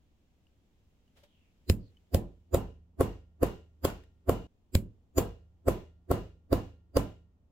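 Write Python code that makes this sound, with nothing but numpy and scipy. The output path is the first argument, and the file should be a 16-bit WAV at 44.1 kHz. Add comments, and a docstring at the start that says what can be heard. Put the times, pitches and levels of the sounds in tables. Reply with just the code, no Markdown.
"""A small, quiet workshop: a hammer drives a steel punch onto copper rivets in a leather strap, over a
steel block on the bench. The first blow on each rivet sinks into soft copper with a dull thud and a
bright click; as the copper hardens, later blows land hard and knock the bench. The punch pings when
struck and ticks and squeaks faintly when handled; after one blow the hammer rebounds with light ticks.
The room answers over a low rumble and hiss, and a fast limiter holds the peaks."""
import sys
import numpy as np
from scipy import signal
from scipy.fft import rfft, irfft, next_fast_len
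from scipy.io import wavfile
from scipy.ndimage import uniform_filter1d, minimum_filter1d, map_coordinates

SR = 44100
rng = np.random.default_rng(int(sys.argv[2]) if len(sys.argv) > 2 else 0)


def pcm_store(signal):
    """Save signal as 16-bit PCM."""
    levels = np.round(np.clip(np.atleast_2d(signal), -1, 1) * 32767)
    wavfile.write(sys.argv[1], SR, levels.astype(np.int16).T)


N = 331191
LEAD = round(.06 * SR)  # pre-roll before a contact, in samples
T = np.arange(-LEAD, SR) / SR  # time around one contact, s


# hammer blows: t/s, force/dB, click trim/dB, ping f/Hz, ping level/dB
BLOWS = [(1.6991, 0.5, -21.5, 4150, -36), (2.1465, -0.5, -29, 14640, -37), (2.5458, .5, -36.5, 7020, -38),
         (3.0098, 0.04, -43, 9940, -46), (3.4321, -1.56, -45.5, 12340, -47), (3.851, -4, -27, 12050, -35.5),
         (4.295, 0.5, -35.5, 12640, -41.5), (4.7525, -1, -20.5, 7610, -37), (5.183, -.5, -30, 6940, -28),
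         (5.684, 0, -48, 7900, -42.5), (6.1144, -.5, -42.5, 8130, -49.5), (6.53, 0, -35.5, 4760, -46.5),
         (6.9702, 0, -30, 4760, -36.5)]
# stereo lean of the blows: f/Hz, left minus right/dB
PAN_CURVE = [(60, -1), (250, -2.5), (550, -0.5), (1100, 0), (2200, 3.5), (4500, 0), (9000, .5),
             (14000, -1.5)]

def hammering(boom_db=-13.5, room_db=-8.5, rattle_db=0.5, renewed=0.78, mute_s=(4.47, 4.72)):
    """Force and the copper's softness share each blow among block, bench and punch; the room answers."""
    out = np.zeros((2, N))
    boom, walls = room(BOOM_EQ), room(WALLS_EQ)
    for s, force_db, click_db, ping_hz, ping_db in BLOWS:
        # soft copper trades knock, thud and brightness for a deep shove
        soft = softness(s)
        knock_db = force_db - 23 - 7.5 * soft ** 3
        thud_db = force_db - 14 - 8 * soft ** 3
        shove_db = force_db - 45 + 36.5 * np.sin(soft * np.pi / 2)
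        dull_db = -12.5 * soft - 1.1 * force_db
        corner_hz = 750 - 374 * soft ** 3
        bench = amp(7) * np.array([knock(rise_share=0.89), knock(rise_share=1.0)])
        bench += amp(rattle_db) * rattle()
        # a share of the room's answer is new with each blow
        new_walls = uneven(room(WALLS_EQ), depth_db=2.33, spacing_hz=56.6)
        answer = np.sqrt(1 - renewed) * walls + np.sqrt(renewed) * new_walls
        body = bench + amp(room_db) * answer + lingering_rings()
        add(out, s, amp(knock_db) * cushion(body, dull_db, corner_hz))
        add(out, s, amp(thud_db) * thud())
        add(out, s + 0.0013, amp(shove_db) * shove())
        # thud and shove both stir the room's low boom
        add(out, s, (amp(thud_db + boom_db) + amp(shove_db - 22)) * boom)
        add(out, s, steel(click_db, ping_hz, ping_db, dull_db))
    out = filtered(out, lambda hz: amp(along(PAN_CURVE, hz) * np.array([[.5], [-.5]])))
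    # the ringing stops short before the second rivet
    t = np.arange(N) / SR
    muted = (t > mute_s[0]) & (t < mute_s[1])
    return out * uniform_filter1d(1.0 - muted, size=200)


# rivets: start t/s, hardening scale/blows
RIVETS = [(1.5, 1.7), (4.6, .68)]

def softness(s):
    """1 for the first blow on a rivet; every further blow hardens the copper toward 0."""
    begins, hardens = [rivet for rivet in RIVETS if rivet[0] < s][-1]
    taken = sum(begins < blow[0] < s for blow in BLOWS)
    return np.exp(-(taken / hardens) ** 2)


def cushion(x, dull_db, corner_hz):
    """Yielding copper lengthens the contact and dulls the blow: a high shelf one octave wide."""
    return filtered(x, lambda hz: amp(dull_db * np.clip(np.log2((hz + 1) / corner_hz), 0, 1)))


def shove(hz=84, t60=.062, bend_hz=175, bend_t60=0.022, bend_db=-2):
    """Copper gives way and shoves the block down: it bounces on its mat and the bench top bends."""
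    age = np.maximum(T, 0)
    bounce = np.sin(2 * np.pi * hz * age) * amp(-60 * age / t60)
    bend = np.sin(2 * np.pi * bend_hz * age) * amp(-60 * age / bend_t60)
    return bounce + amp(bend_db) * bend


def thud(hz=74, t60=0.011, rise=0.044, delay=0.00044):
    """The low heave of the heavy block on the bench."""
    return np.interp(T - delay, T, np.sin(2 * np.pi * hz * T) * swell(rise, t60))


# modes of the bench under the block: f/Hz, level/dB, t60/s
BENCH_MODES = [(278, -4, 0.048), (366, -7.5, 0.055), (422, -12, 0.028), (532, 0, 0.027), (673, -11, 0.047),
               (780, -23, 0.038), (1080, -14, 0.032), (1338, -20, 0.027)]

def knock(rise_share, delay=.0016):
    """An added swell leads into the contact; then the bench modes die fast, different with each blow."""
    detunes = 1 + .018 * rng.standard_normal(len(BENCH_MODES))
    gains = amp(1.8 * rng.standard_normal(len(BENCH_MODES)))
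    modes = sum(gain * amp(db) * swell(rise_share * t60, t60) * np.sin(2 * np.pi * hz * detune * T)
                for (hz, db, t60), detune, gain in zip(BENCH_MODES, detunes, gains))
    return np.interp(T - delay, T, modes)


# woody colour of the rattle: f/Hz, level/dB
RATTLE_EQ = [(120, -19.5), (220, -3), (500, 1), (800, -13.5), (1300, -15.5), (2000, -26), (4000, -60)]

def rattle():
    """The bench's many lesser modes roughen the knock."""
    return noise(RATTLE_EQ) * np.array([swell(.036, .055), swell(.046, .055)])


# long rings of the bench and the things on it: f/Hz, level/dB, t60/s
LONG_RINGS = [(51.6, -13, 0.55), (77.8, -22, 1.3), (103.2, -22.5, 0.79), (171, -33.5, 1.3),
              (596, -30.5, .35), (1011, -22, 0.31), (1396, -47.5, 0.81), (1857, -53, 0.87),
              (2830, -39, 0.29)]

def lingering_rings():
    """The shaken bench leaves a faint tonal tail after the blow."""
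    rings = sum(amp(db + rng.normal(0, 1)) * swell(0.0038, t60)
                * np.sin(2 * np.pi * (hz * T + rng.random())) for hz, db, t60 in LONG_RINGS)
    return rings * np.clip((T[-1] - T) * 2, 0, 1)


# modes of punch and hammer head, stirred by every blow: f/Hz, level/dB re the ping
PUNCH_MODES = [(4900, -9), (7120, -12.5), (12150, -10), (14650, -7.5)]
# bright colour of the sizzle: f/Hz, level/dB
SIZZLE_EQ = [(500, -31.5), (1500, 1.5), (2600, 4), (4500, -3), (6000, -7), (7300, 3), (9000, -4),
             (12000, 0), (15000, -0.5), (16500, -8.5)]

def steel(click_db, ping_hz, ping_db, dull_db):
    """Hammer on punch: a click, pings and a bright sizzle that lasts longer on hardened copper."""
    t60 = .165 * np.exp(0.018 * dull_db)
    sizzle = noise(SIZZLE_EQ) * np.array([swell(0.01, t60), swell(0.047, t60)])
    sizzle_db = -26 + 0.36 * ping_db
    metal = amp(click_db + 5.5) * click(click_db) + amp(sizzle_db) * sizzle
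    rings = ping(ping_hz) + sum(amp(db + rng.normal(0, 2)) * ping(hz) for hz, db in PUNCH_MODES)
    return uneven(metal, depth_db=2.8, spacing_hz=260) + amp(ping_db) * rings


# colour of the click: f/Hz, level/dB
CLICK_EQ = [(500, -23), (1500, -10.5), (2700, 1), (4500, -4), (7000, -4), (9500, -1), (15000, -2)]

def click(click_db, usual_db=-33.5):
    """Steel meets steel in a tight crack; the weaker the click, the thinner it sounds."""
    crack = noise(CLICK_EQ) * swell(0.0085, 0.0077)
    treble_db = 0.82 * (usual_db - click_db)
    return filtered(crack, lambda hz: amp(treble_db * along([(5000, 0), (10000, 1)], hz)))


def ping(ring_hz, rise=0.039, t60=0.034):
    """Punch and hammer head ring, choked by the hands; where the hammer lands decides the pitch."""
    width_hz = 110 * np.sqrt(ring_hz / 5000)
    white = rng.standard_normal((2, len(T)))
    ring = filtered(white, lambda hz: 1 / (1 + ((hz - ring_hz) / width_hz) ** 2))
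    return unit(ring) * swell(rise, t60)


# colours of the room's low boom and its wall reflections: f/Hz, level/dB
BOOM_EQ = [(20, -15.5), (36, -7), (52, 0), (68, -4.5), (90, 0), (135, -6), (175, 0), (240, -10), (330, -23),
           (600, -72.5)]
WALLS_EQ = [(150, -28.5), (260, 2), (520, -0.5), (700, -2.5), (1000, -5), (1500, -17), (2100, -25.5),
            (2730, -24.5), (2850, -16.5), (2980, -26.5), (4500, -32), (7500, -35.5), (9000, -46),
            (16000, -37)]
# early reverb decay: f/Hz, t60/s
ROOM_DECAY = [(60, .55), (150, 0.23), (400, 0.52), (1000, 0.3), (3000, 0.63), (8000, .54), (16000, .38)]

def room(spectrum, fade_db_per_s2=150):
    """A diffuse answer in which each frequency dies at its own speed, faster toward the end."""
    hz, t, bands = signal.stft(noise(spectrum), SR, nperseg=512)
    age = np.maximum(t - LEAD / SR, 0)
    fade = amp(-60 * age / along(ROOM_DECAY, hz)[:, None] - fade_db_per_s2 * age ** 2)
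    tail = signal.istft(bands * fade, SR, nperseg=512)[1][:, :len(T)]
    return tail * np.clip(T / 0.025, 0, 1)


# light contacts of punch or rebounding hammer: t/s, level/dB, f/Hz, t60/s, scrape/dB re the tick
LIGHT_TICKS = [(0.469, -63, 2840, 0.016, -11), (1.079, -73, 2930, 0.032, -3), (1.174, -72, 584, 0.28, 8),
               (1.237, -58.5, 585, 0.11, -3), (1.971, -59, 3030, 0.032, -14.5),
               (3.901, -40.5, 1390, .025, -5), (4.037, -62, 1870, 0.025, -0.5)]
# colour of the scrape: f/Hz, level/dB
SCRAPE_EQ = [(300, -11), (600, -6.5), (1100, -15), (3200, -12.5), (9000, -25.5), (16000, -27)]

def ticks():
    """Light ticks and scrapes: the punch is seated, and the hammer rebounds after one blow."""
    out = np.zeros((2, N))
    for s, db, hz, t60, scrape_db in LIGHT_TICKS:
        tick = np.sin(2 * np.pi * hz * T) + amp(scrape_db) * noise(SCRAPE_EQ)
        add(out, s, amp(db) * swell(t60 / 4, t60) * tick)
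    return out


# falling squeaks: t/s, length/s, start f/Hz, end f/Hz, level/dB
LEATHER_SQUEAKS = [(1.2, .33, 3690, 2365, -78), (1.793, 0.12, 4700, 4130, -77)]

def squeaks(width_hz=420):
    """Thin, fuzzy tones swell and slide down as the punch is shifted on the leather."""
    out = np.zeros((2, N))
    for s, length, start_hz, end_hz, db in LEATHER_SQUEAKS:
        progress = np.clip(T / length, 0, 1)
        phase = 2 * np.pi * np.cumsum(start_hz * (end_hz / start_hz) ** progress) / SR
        fuzz = filtered(rng.standard_normal((2, len(T))), lambda hz: 1 / (1 + (hz / width_hz) ** 2))
        arch = np.sqrt(np.abs(np.sin(np.pi * progress)))
        add(out, s, amp(db) * arch * unit(fuzz * np.sin(phase)))
    return out


# colours of the rumble and the hiss: f/Hz, level/dB
RUMBLE_EQ = [(20, -5), (32, -4.5), (53, -2), (90, -2), (130, -11.5), (240, -11), (400, -19), (750, -25.5),
             (1300, -34.5), (2500, -60)]
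HISS_EQ = [(600, -10.5), (1400, 1.5), (2200, 3), (3000, 4.5), (4500, -2), (7300, -3), (9000, -11.5),
           (16000, -8.5)]
# fader ride on the hiss: t/s, level/dB before the trim
HISS_RIDE = [(0.0, -86), (1.92, -83), (2.98, -93.5), (3.93, -89), (7.5, -94.5)]

def room_tone(rumble_db=-68, hiss_trim_db=2.5):
    """The workshop's steady low rumble and a faint hiss that sinks once the hammering begins."""
    hiss_db = hiss_trim_db + np.interp(np.arange(N) / SR, *np.transpose(HISS_RIDE))
    return amp(rumble_db) * noise(RUMBLE_EQ, size=N) + amp(hiss_db) * noise(HISS_EQ, size=N)


# stereo image of the noise: f/Hz, left-right correlation
CORRELATION = [(100, 0.82), (300, 0.88), (700, 0.38), (1300, 0), (2500, 0.0098)]

def noise(spectrum, size=len(T)):
    """Coloured stereo noise of rms 1, narrow in the bass and wide in the treble."""
    def mid_side_gains(hz):
        angle = np.arccos(np.clip(along(CORRELATION, hz), -1, 1)) / 2
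        return amp(along(spectrum, hz)) * [np.cos(angle), np.sin(angle)]
    mid, side = filtered(rng.standard_normal((2, size)), mid_side_gains)
    return unit(np.array([mid + side, mid - side]))


def uneven(x, depth_db, spacing_hz):
    """Each blow stirs the lesser modes at new strengths: random peaks and dips across frequency."""
    knots = rng.standard_normal(SR // 20)
    ripple = lambda hz: map_coordinates(knots, [hz / spacing_hz], mode="mirror")
    return filtered(x, lambda hz: amp(depth_db * ripple(hz)))


def swell(rise, t60):
    """Climbs 60 dB in `rise` seconds up to the contact, an added effect, then dies away."""
    return amp(-60 * np.maximum(-T / rise, T / t60))


def add(track, s, sound):
    """Mixes in a sound whose contact falls at s seconds."""
    start = round(s * SR) - LEAD
    part = sound[..., :N - start]
    track[:, start:start + part.shape[-1]] += part


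def filtered(x, response):
    """Zero-phase EQ with gain response(hz)."""
    size = x.shape[-1]
    padded = next_fast_len(size + SR // 10)
    return irfft(rfft(x, padded) * response(np.fft.rfftfreq(padded, 1 / SR)), padded)[..., :size]


def along(points, hz):
    """Reads a curve of (f/Hz, value) points on a log axis."""
    freqs, values = np.transpose(points)
    return np.interp(np.log(hz + 1), np.log(freqs + 1), values)


def amp(db):
    """Decibels to gain."""
    return 10 ** (np.asarray(db) / 20)


def unit(x):
    """Scaled to rms 1."""
    return x / np.sqrt(np.mean(x ** 2) + 1e-20)


def scene():
    """The work at the bench in the quiet workshop."""
    return hammering() + ticks() + squeaks() + room_tone()


def record(dry, ceiling_db=-9.3, top_hz=16000):
    """A fast look-ahead limiter holds the peaks; a steep low-pass trims the top."""
    needed = np.minimum(1, amp(ceiling_db) / (np.abs(dry).max(0) + 1e-9))
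    gain = uniform_filter1d(minimum_filter1d(needed, size=45), size=45)
    return filtered(dry * gain, lambda hz: 1 / (1 + (hz / top_hz) ** 120))


dry = scene()
out = record(dry)
pcm_store(out)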